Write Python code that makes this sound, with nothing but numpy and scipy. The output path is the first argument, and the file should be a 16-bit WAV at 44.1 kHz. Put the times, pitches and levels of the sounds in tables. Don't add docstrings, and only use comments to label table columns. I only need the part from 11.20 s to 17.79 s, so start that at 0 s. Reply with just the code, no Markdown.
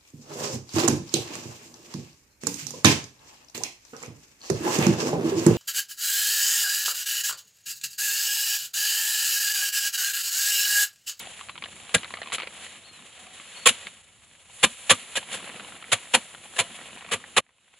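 import sys
import numpy as np
from scipy import signal
from scipy.fft import rfft, irfft, next_fast_len
from scipy.io import wavfile
from scipy.ndimage import map_coordinates

SR = 44100
rng = np.random.default_rng(int(sys.argv[2]) if len(sys.argv) > 2 else 0)


def field_ratio(decibels):
    return 10 ** (np.asarray(decibels, dtype=float) / 20)


def transcribe(signal):
    frames = np.atleast_2d(signal).T
    limited = np.clip(frames, -1, 1)
    pcm = np.round(limited * 32767).astype(np.int16)
    wavfile.write(sys.argv[1], SR, pcm)


N = 290703
CUT_S = 6.207
TOP_HZ = 11015

# (time [s], level [dB], rise [ms], contact [ms], thud [dB])
SHEAF_BLOWS = [(.740, -16.5, 1.25, 11.5, 3.5), (1.118, -28, 6.2, 35, 1.5), (2.455, -15.5, 1.3, 20.7, -1.5),
               (2.481, -23.5, 1.2, 11.9, 5), (3.426, -15, 2.4, 21.6, 6.5), (3.693, -11, 2.3, 24.6, -2.5),
               (3.953, -25, 1.1, 26.5, -6.5), (4.094, -34, 13, 108, -1), (4.715, -13.5, 3.5, 17.6, 2),
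               (4.933, -11.5, 3.3, 19.2, -6.5), (5.353, -35, 6.5, 19.5, -6),
               (5.379, -17.5, 6.2, 26.5, -0.5), (5.909, -23.5, 3.3, 35.3, 0), (6.163, -14, 2.7, 18.8, -4)]


def unit(x):
    return x / np.sqrt(np.mean(x ** 2) + 1e-20)


def along(points, hz):
    f, v = np.transpose(points)
    return np.interp(np.log(hz + 1), np.log(f + 1), v)


def curves(rows):
    s, *cols = np.transpose(rows)
    return [np.interp(np.arange(N) / SR, s, c) for c in cols]


def wobble(rate):
    knots = rng.standard_normal(int(N * rate / SR) + 4)
    return map_coordinates(knots, [np.arange(N) * rate / SR])


def filtered(x, response):
    m = next_fast_len(N + SR // 2)
    return irfft(rfft(x, m) * response(np.fft.rfftfreq(m, 1 / SR)), m)[..., :N]


def causal(points, top_hz):
    hz = np.fft.rfftfreq(2048, 1 / SR)
    db = along(points, np.minimum(hz, top_hz)) - 0.16 * np.maximum(hz - top_hz, 0)
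    cep = irfft(np.log(field_ratio(np.maximum(db, -110))))
    folded = np.r_[cep[:1], 2 * cep[1:len(hz) - 1], np.zeros(len(hz))]
    return irfft(np.exp(rfft(folded)))


def band(lo_hz, hi_hz):
    return lambda f: (1j * f / (lo_hz + 1j * f) * hi_hz / (hi_hz + 1j * f)) ** 2


def modes(table):
    def response(f):
        total = 0
        for k, (hz, width, db) in enumerate(table):
            total = total + (-1) ** k * field_ratio(db) * 1j * f * width / (hz * hz - f * f + 1j * f * width)
        return total
    return response


def tone(hz, t, drift):
    wander = drift * np.cumsum(rng.standard_normal(len(t)))
    return np.sin(2 * np.pi * hz * t + wander + 2 * np.pi * rng.random())


def spray(rate, scatter_db, hiss):
    size = (rng.random(N) < rate / SR) * field_ratio(scatter_db * rng.standard_normal(N))
    impacts = unit(size * rng.standard_normal((2, N)))
    return unit(impacts + hiss * rng.standard_normal((2, N)))


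def before_cut():
    return np.clip((CUT_S - np.arange(N) / SR) / 0.0033, 0, 1)


def blows():
    # (low plank tone [Hz], high plank tone [Hz], both tones [dB], panel [dB], brightness [dB])
    landings = [(508, 1623, -1, -1, 2.45), (730, 1300, -4.5, 1, 3.5), (527, 1100, -3.5, -2.5, 3.5),
                (568, 1670, 0.5, -1, 6.5), (810, 991, -4, -2, -0.5), (511.5, 1150, 1.5, 3, 0.7),
                (557, 1629, -1.5, 3.5, 1.1), (520, 1600, -5.5, 2.5, 2.1), (533, 1200, -2.5, -7.5, -0.5),
                (719, 935, -3, 7, -1.2), (514, 1730, 0.5, 0.5, 2.5), (840, 1000, -4.5, -6, -1),
                (469, 1200, -4, -3.5, -1), (537, 1158, 1.5, 3, -3)]
    # (frequency [Hz], width [Hz], level [dB])
    plank_modes = [(539, 35, 5.5), (690, 11, -3), (1030, 17, -9.5), (1183, 17, -19.5), (1566, 180, -9),
                   (1780, 63, -9)]
    # (frequency [Hz], width [Hz], level [dB])
    rocking = [(103, 25, 0)]
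    t = np.arange(SR // 2) / SR
    force, treble, push, rings = np.zeros((4, N + SR))
    for (s, db, rise_ms, contact_ms, thud_db), spot in zip(SHEAF_BLOWS, landings):
        low_hz, high_hz, tone_db, panel_db, bright_db = spot
        rise, hold = rise_ms / 1000, contact_ms / 1000
        slow = 1 + 0.9 * max(hold / .025 - 1, 0)
        after = np.maximum(t - hold / slow ** 0.49, 0) / slow
        landing = field_ratio(-2.5 * np.maximum(1 - t / hold, 0)) * (1 - np.exp(-t / rise)) ** 3
        at = slice(round(s * SR), round(s * SR) + len(t))

        force[at] += landing * field_ratio(db) * (field_ratio(-60 * after / .034) + field_ratio(-19.5 - 60 * after / .21))
        bright = landing * field_ratio(db + bright_db)
        treble[at] += bright * (field_ratio(-60 * after / 0.035) + field_ratio(-21.0 - 60 * after / 0.25))
        push[at] += landing * field_ratio(db + thud_db - 60 * after / 0.014)

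        low_level = field_ratio(db + tone_db - 12.5 - 60 * after / 0.042)
        high_level = field_ratio(db + tone_db - 7 - 60 * after / 0.065)
        panel_level = (1 - np.exp(-t / 0.0038)) * field_ratio(db + thud_db + panel_db - 18 - 60 * after / 0.14)
        rings[at] += landing * low_level * tone(low_hz, t, drift=.06)
        rings[at] += landing * high_level * tone(high_hz, t, drift=0.088)
        rings[at] += landing * panel_level * tone(223.2, t, drift=0.088)

    clumps = field_ratio(1.3 * wobble(400) + 1.34 * wobble(110))
    kernels = clumps * spray(rate=12000, scatter_db=1.0, hiss=0.7)
    low = lambda f: 1 / (1 + 1j * f / 5300) ** 2
    patter = filtered(force[:N] * kernels, low) + filtered(treble[:N] * kernels, lambda f: 1 - low(f))
    planks = field_ratio(-1.5) * filtered(force[:N] * kernels, modes(plank_modes))

    shove = push[:N] * (1 + .5 * wobble(500))
    rock = filtered(shove, lambda f: modes(rocking)(f) * band(lo_hz=50, hi_hz=900)(f) ** 2)
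    thud = field_ratio(-2.5) * rock + field_ratio(5.9 * wobble(90)) * rings[:N]
    thud = filtered(thud, band(lo_hz=60, hi_hz=20000))
    wood = planks * [[1], [.5]] + thud * [[1], [.17]]
    return before_cut() * field_ratio(1.0) * patter, before_cut() * wood


def ticks():
    # (time [s], peak [dB], knock [dB], knock
    # [Hz])
    stray_kernels = [(0.071, -28.5, -4.5, 720), (0.193, -30, -18, 1010), (0.211, -28, -2, 1140),
                     (0.286, -28, -22, 756), (0.295, -23, -4.5, 1140), (0.355, -31, -24, 1110),
                     (0.378, -23.5, -8, 985), (0.423, -22.5, -11.5, 1170), (0.439, -18.5, -18, 1120),
                     (0.458, -25.5, -8.5, 654), (0.693, -29.5, -9, 1150), (0.781, -24, -19, 509),
                     (0.832, -22, -19, 1050), (0.845, -21, -11, 1160), (0.906, -28.5, -6, 1070),
                     (0.939, -18, -15, 690), (0.971, -28, -0.5, 1250), (0.987, -32, -1, 668),
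                     (1.017, -18, -9, 670), (1.031, -26, -30, 770), (1.06, -30.5, -1, 1110),
                     (1.073, -26, -7, 1060), (1.085, -29.5, -15, 790), (1.121, -17.5, -16, 1110),
                     (1.183, -18.5, -10, 1270), (1.194, -23, -18, 1200), (1.207, -22, -19, 1400),
                     (1.22, -20, -19, 1010), (1.233, -21.5, -10, 533), (1.272, -21.5, -8.5, 544),
                     (1.465, -29, -30, 1164), (2.199, -29.5, -8, 1140), (2.669, -20, -18, 1130),
                    (3.298, -47, 2, 966), (4.029, -26, -9, 873), (4.243, -25, -19, 454),
                    (4.263, -29, -15, 1080), (4.298, -24.5, -14, 495), (4.361, -25.5, -12, 452),
                    (4.397, -24, -9, 1430), (4.447, -27, -35, 1260), (4.522, -27.5, -10, 1410),
                    (4.553, -31, -16, 466), (4.625, -25, -11, 1280), (4.641, -26.5, -10, 1390),
                    (5.148, -26, -10, 1410), (5.337, -31, -9, 1380), (5.706, -34, -12, 1020),
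                    (5.773, -30, -4.5, 950), (5.824, -31.5, -7, 1040), (5.863, -28, -23.5, 1280),
                    (6.04, -26, -16, 844), (6.265, -48.5, -15, 732), (6.291, -45, -12, 493),
                    (6.306, -51.5, -19, 991), (6.383, -46.5, -18.5, 1007), (6.479, -47, -20.5, 1068),
                    (6.539, -41.5, -15, 1366)]
    # (time [s], level [dB])
    faint_patter = [(0, -46), (.8, -45), (1.08, -42), (1.17, -30.5), (1.26, -39), (1.35, -47), (2.8, -55),
                    (3.4, -54), (4.3, -38.5), (4.7, -45), (5.2, -46), (5.6, -41.5), (5.9, -40),
                    (6.19, -52.5), (6.21, -67.5), (6.59, -63)]
    out = np.zeros((2, N + SR))
    t = np.arange(SR // 20) / SR

    faint_db, = curves(faint_patter)
    per_s = 55 * field_ratio(.8 * (np.maximum(faint_db, -55) + 45))
    at = np.flatnonzero(rng.random(N) < np.minimum(per_s, 130) / SR)
    luck = rng.random((len(at), 2))
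    faint_peak_db = faint_db[at] + 13 * luck[:, 0] ** 1.5
    faint = np.c_[at / SR, faint_peak_db, -9 + 0 * at, 500 + 800 * luck[:, 1]]

    for s, db, knock_db, knock_hz in [*stray_kernels, *faint]:
        hz = 2468 * field_ratio(1.26 * rng.standard_normal())
        die = field_ratio(-60 * t / 0.0103) * (1 - np.exp(-t / .0003))
        skips = sum(share * np.roll(die, round(rng.uniform(.002, .007) * SR)) for share in (.28, .15))
        ring = np.array([tone(hz, t, drift=.25), tone(hz, t, drift=.25)])
        knock = np.sin(2 * np.pi * knock_hz * t) * die ** 0.49
        crack = rng.standard_normal((2, len(t)))
        kernel = (die + skips) * (1.06 * ring + 1.27 * crack) + field_ratio(knock_db + 0.5) * knock
        out[:, round(s * SR):][:, :len(t)] += field_ratio(db - 0.2) * kernel

    dull = lambda f: field_ratio(np.maximum(-.02 * np.maximum(f - 4200, 0), -19)) * (f < TOP_HZ)
    near = filtered(out[:, :N], lambda f: band(lo_hz=350, hi_hz=9000)(f) * dull(f))
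    far = filtered(near, lambda f: 1 / (1 + 1j * f / 3780) ** 2)
    return np.where(np.arange(N) / SR < 3.33, near, field_ratio(1) * far)


def handling():
    # (time [s], stalks rubbing [dB], weight dragged over the ground [dB])
    sheaf_moves = [(0, -40, -53), (.1, -48.5, -61.5), (.36, -55, -61.5), (.67, -48.5, -59),
                   (1.26, -54, -58), (1.44, -45.5, -61), (1.65, -54, -62), (2.26, -49.5, -63.5),
                   (2.66, -46.5, -61), (2.84, -58.5, -68), (3.29, -55, -68.5), (3.4, -49.5, -68.5),
                   (4.35, -46.5, -51.5), (4.65, -52.5, -59), (5.3, -54, -64), (5.55, -48.5, -56),
                   (6.2, -55.5, -62.5), (6.59, -43.5, -61.5)]
    rub_db, drag_db = curves(sheaf_moves)
    late = np.arange(N) / SR - np.array(SHEAF_BLOWS)[:, :1]
    blow_db = np.array(SHEAF_BLOWS)[:, 1:2]
    settle_s, swing_s = 2.3, 0.33
    loose = field_ratio(blow_db - 37 - 60 * np.maximum(late / settle_s, -late / swing_s)) ** 2
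    return 10 * np.log10(field_ratio(rub_db) ** 2 + before_cut() * loose.sum(axis=0)), drag_db


def takes():
    # (from [s], gain [dB], far drone [dB], fizz [dB], air of close sheaves [dB])
    positions = [
        (0, -0.5, -62.5, -1, -24),
        (1.35, 0, -68, -3.5, -25),
        (2.689, -4, -64, -2.5, -18.5),
        (3.33, -0.5, -67, -2, -4),
        (5.6, -0.5, -66.5, -2, -12.5),
        (6.207, -19, -60.5, -3.5, -13),
    ]
    s, *cols = np.transpose(positions)
    return np.array(cols)[:, np.searchsorted(s, np.arange(N) / SR, side="right") - 1]


def straw(mic):
    # (frequency [Hz], level [dB])
    ground_tint = [(65, -42), (110, -11), (199, -2), (262, -2.5), (296, -5), (400, -10.5), (520, -35),
                   (880, -120)]
    gain_db, drone_db, fizz_db, air_db = takes()
    rub_db, drag_db = handling()
    fizz_db = fizz_db + rub_db - 0.28 * (drag_db - drag_db.mean())
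    body_db = 0.65 * rub_db + 0.35 * drag_db - 2.5
    stir = .8 * wobble(20) + 1.2 * wobble(70)
    out = np.zeros((2, N))
    # (level [dB], low edge [Hz], high edge [Hz], crackles a second)
    layers = [(rub_db, 1500, 5200, 2500), (fizz_db, 5200, 12000, 6000),
              (body_db, 350, 1500, 900), (fizz_db + air_db, 9600, 12000, 7000)]
    for db, lo_hz, hi_hz, rate in layers:
        crackle = spray(rate, scatter_db=0.5, hiss=1.7)
        crackle = signal.fftconvolve(crackle, mic[None], axes=1)[:, :N]
        skirts = lambda f: 1 / ((1 + (lo_hz / (f + 1)) ** 8) * (1 + (f / hi_hz) ** 8)) ** .5
        out += field_ratio(db + stir + 0.55 * wobble(25)) * unit(filtered(crackle, skirts))
    ground = filtered(rng.standard_normal((2, N)), lambda f: field_ratio(along(ground_tint, f)))
    drone = filtered(rng.standard_normal((2, N)), lambda f: modes([(88, 75, 0)])(f) ** 2)
    lumps = 2.6 * wobble(35) - .8
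    return field_ratio(gain_db) * (out + field_ratio(drag_db + lumps) * unit(ground) + field_ratio(drone_db) * unit(drone))


def birds():
    # (time [s], frequency [Hz], level [dB])
    whistles = [
        [(.305, 4250, -62), (.325, 3980, -61), (.385, 3850, -63)],
        [(1.6, 3430, -66), (1.632, 3600, -62), (1.652, 4300, -57), (1.7, 4260, -58), (1.76, 4040, -58),
         (1.815, 3650, -59)],
        [(2.35, 4280, -55), (2.4, 4450, -53), (2.43, 4380, -53), (2.47, 4200, -52)],
    ]
    # (time [s], frequency [Hz], level [dB])
    coo = [
        (1.98, 732, -69),
        (2.01, 738, -64),
        (2.09, 743, -59.5),
        (2.16, 735, -67),
    ]
    out, t = np.zeros(N), np.arange(N) / SR
    for call in [*whistles, coo]:
        hz, db = curves(call)
        gate = np.clip(np.minimum(t - call[0][0], call[-1][0] - t) / 0.011, 0, 1)
        blur = 1 + .5 * wobble(90)
        phase = 2 * np.pi * np.cumsum(hz * (1 + 0.008 * wobble(45))) / SR
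        out += gate * blur * field_ratio(db + 4.0) * np.sin(phase)
    return np.array([out, .7 * out])


def scene():
    # (frequency [Hz], level [dB])
    mic_tint = [(150, -40.5), (330, -13), (520, -1), (1000, -4), (1600, -2), (3000, 4), (3600, 0.5),
                (4250, -4.5), (4950, -16), (6000, -14), (7200, 0), (8150, -10.5), (10500, -3.5),
                (11200, -2)]
    # (frequency [Hz], side minus mid [dB])
    side_tint = [(60, -5), (300, -14), (1000, -15.5), (2500, -10.5), (4200, -9.5), (4800, 1), (6100, 2),
                 (6700, -7.5), (9000, -4.5), (11000, -6.5)]
    # (frequency [Hz], left minus right [dB])
    balance = [(100, 0), (2000, -1), (3000, 0.5), (4500, 2.5), (6500, -2.5), (7400, -2), (8800, 0.5),
               (11000, 1)]
    mic = causal(mic_tint, TOP_HZ)
    mic = mic / np.linalg.norm(mic)
    patter, wood = blows()
    patter = signal.fftconvolve(patter, mic[None], axes=1)[:, :N]
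    mid, side = patter + wood + ticks() + straw(mic) + birds()
    side = filtered(side, lambda f: field_ratio(along(side_tint, f)))
    both = np.array([mid + side, mid - side])
    return filtered(both, lambda f: field_ratio(np.outer([.5, -.5], along(balance, f))))


def roll_off(x):
    return signal.sosfilt(signal.butter(12, 12290, fs=SR, output="sos"), x)


def record(dry):
    drum_hz = 300

    def notches(f, shift, depth, memory):
        lap = np.exp(-1j * np.pi * (f / drum_hz - shift))
        return 1 - depth * (1 - memory) * lap / (1 - memory * lap) * (f > drum_hz / 2)

    def canceller(f):
        even = notches(f, shift=0, depth=0.68, memory=.86)
        odd = notches(f, shift=0.97, depth=0.54 / (1 + (f / 4700) ** 16), memory=0.79)
        return even * odd * (f < TOP_HZ + 250) * band(lo_hz=25, hi_hz=90000)(f)

    before = before_cut()
    x = before * filtered(dry, canceller) + filtered((1 - before) * dry, canceller)
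    x = x / (1 + np.abs(x / .99) ** 12) ** (1 / 12)
    return roll_off(x)


dry = scene()
out = record(dry)
transcribe(out)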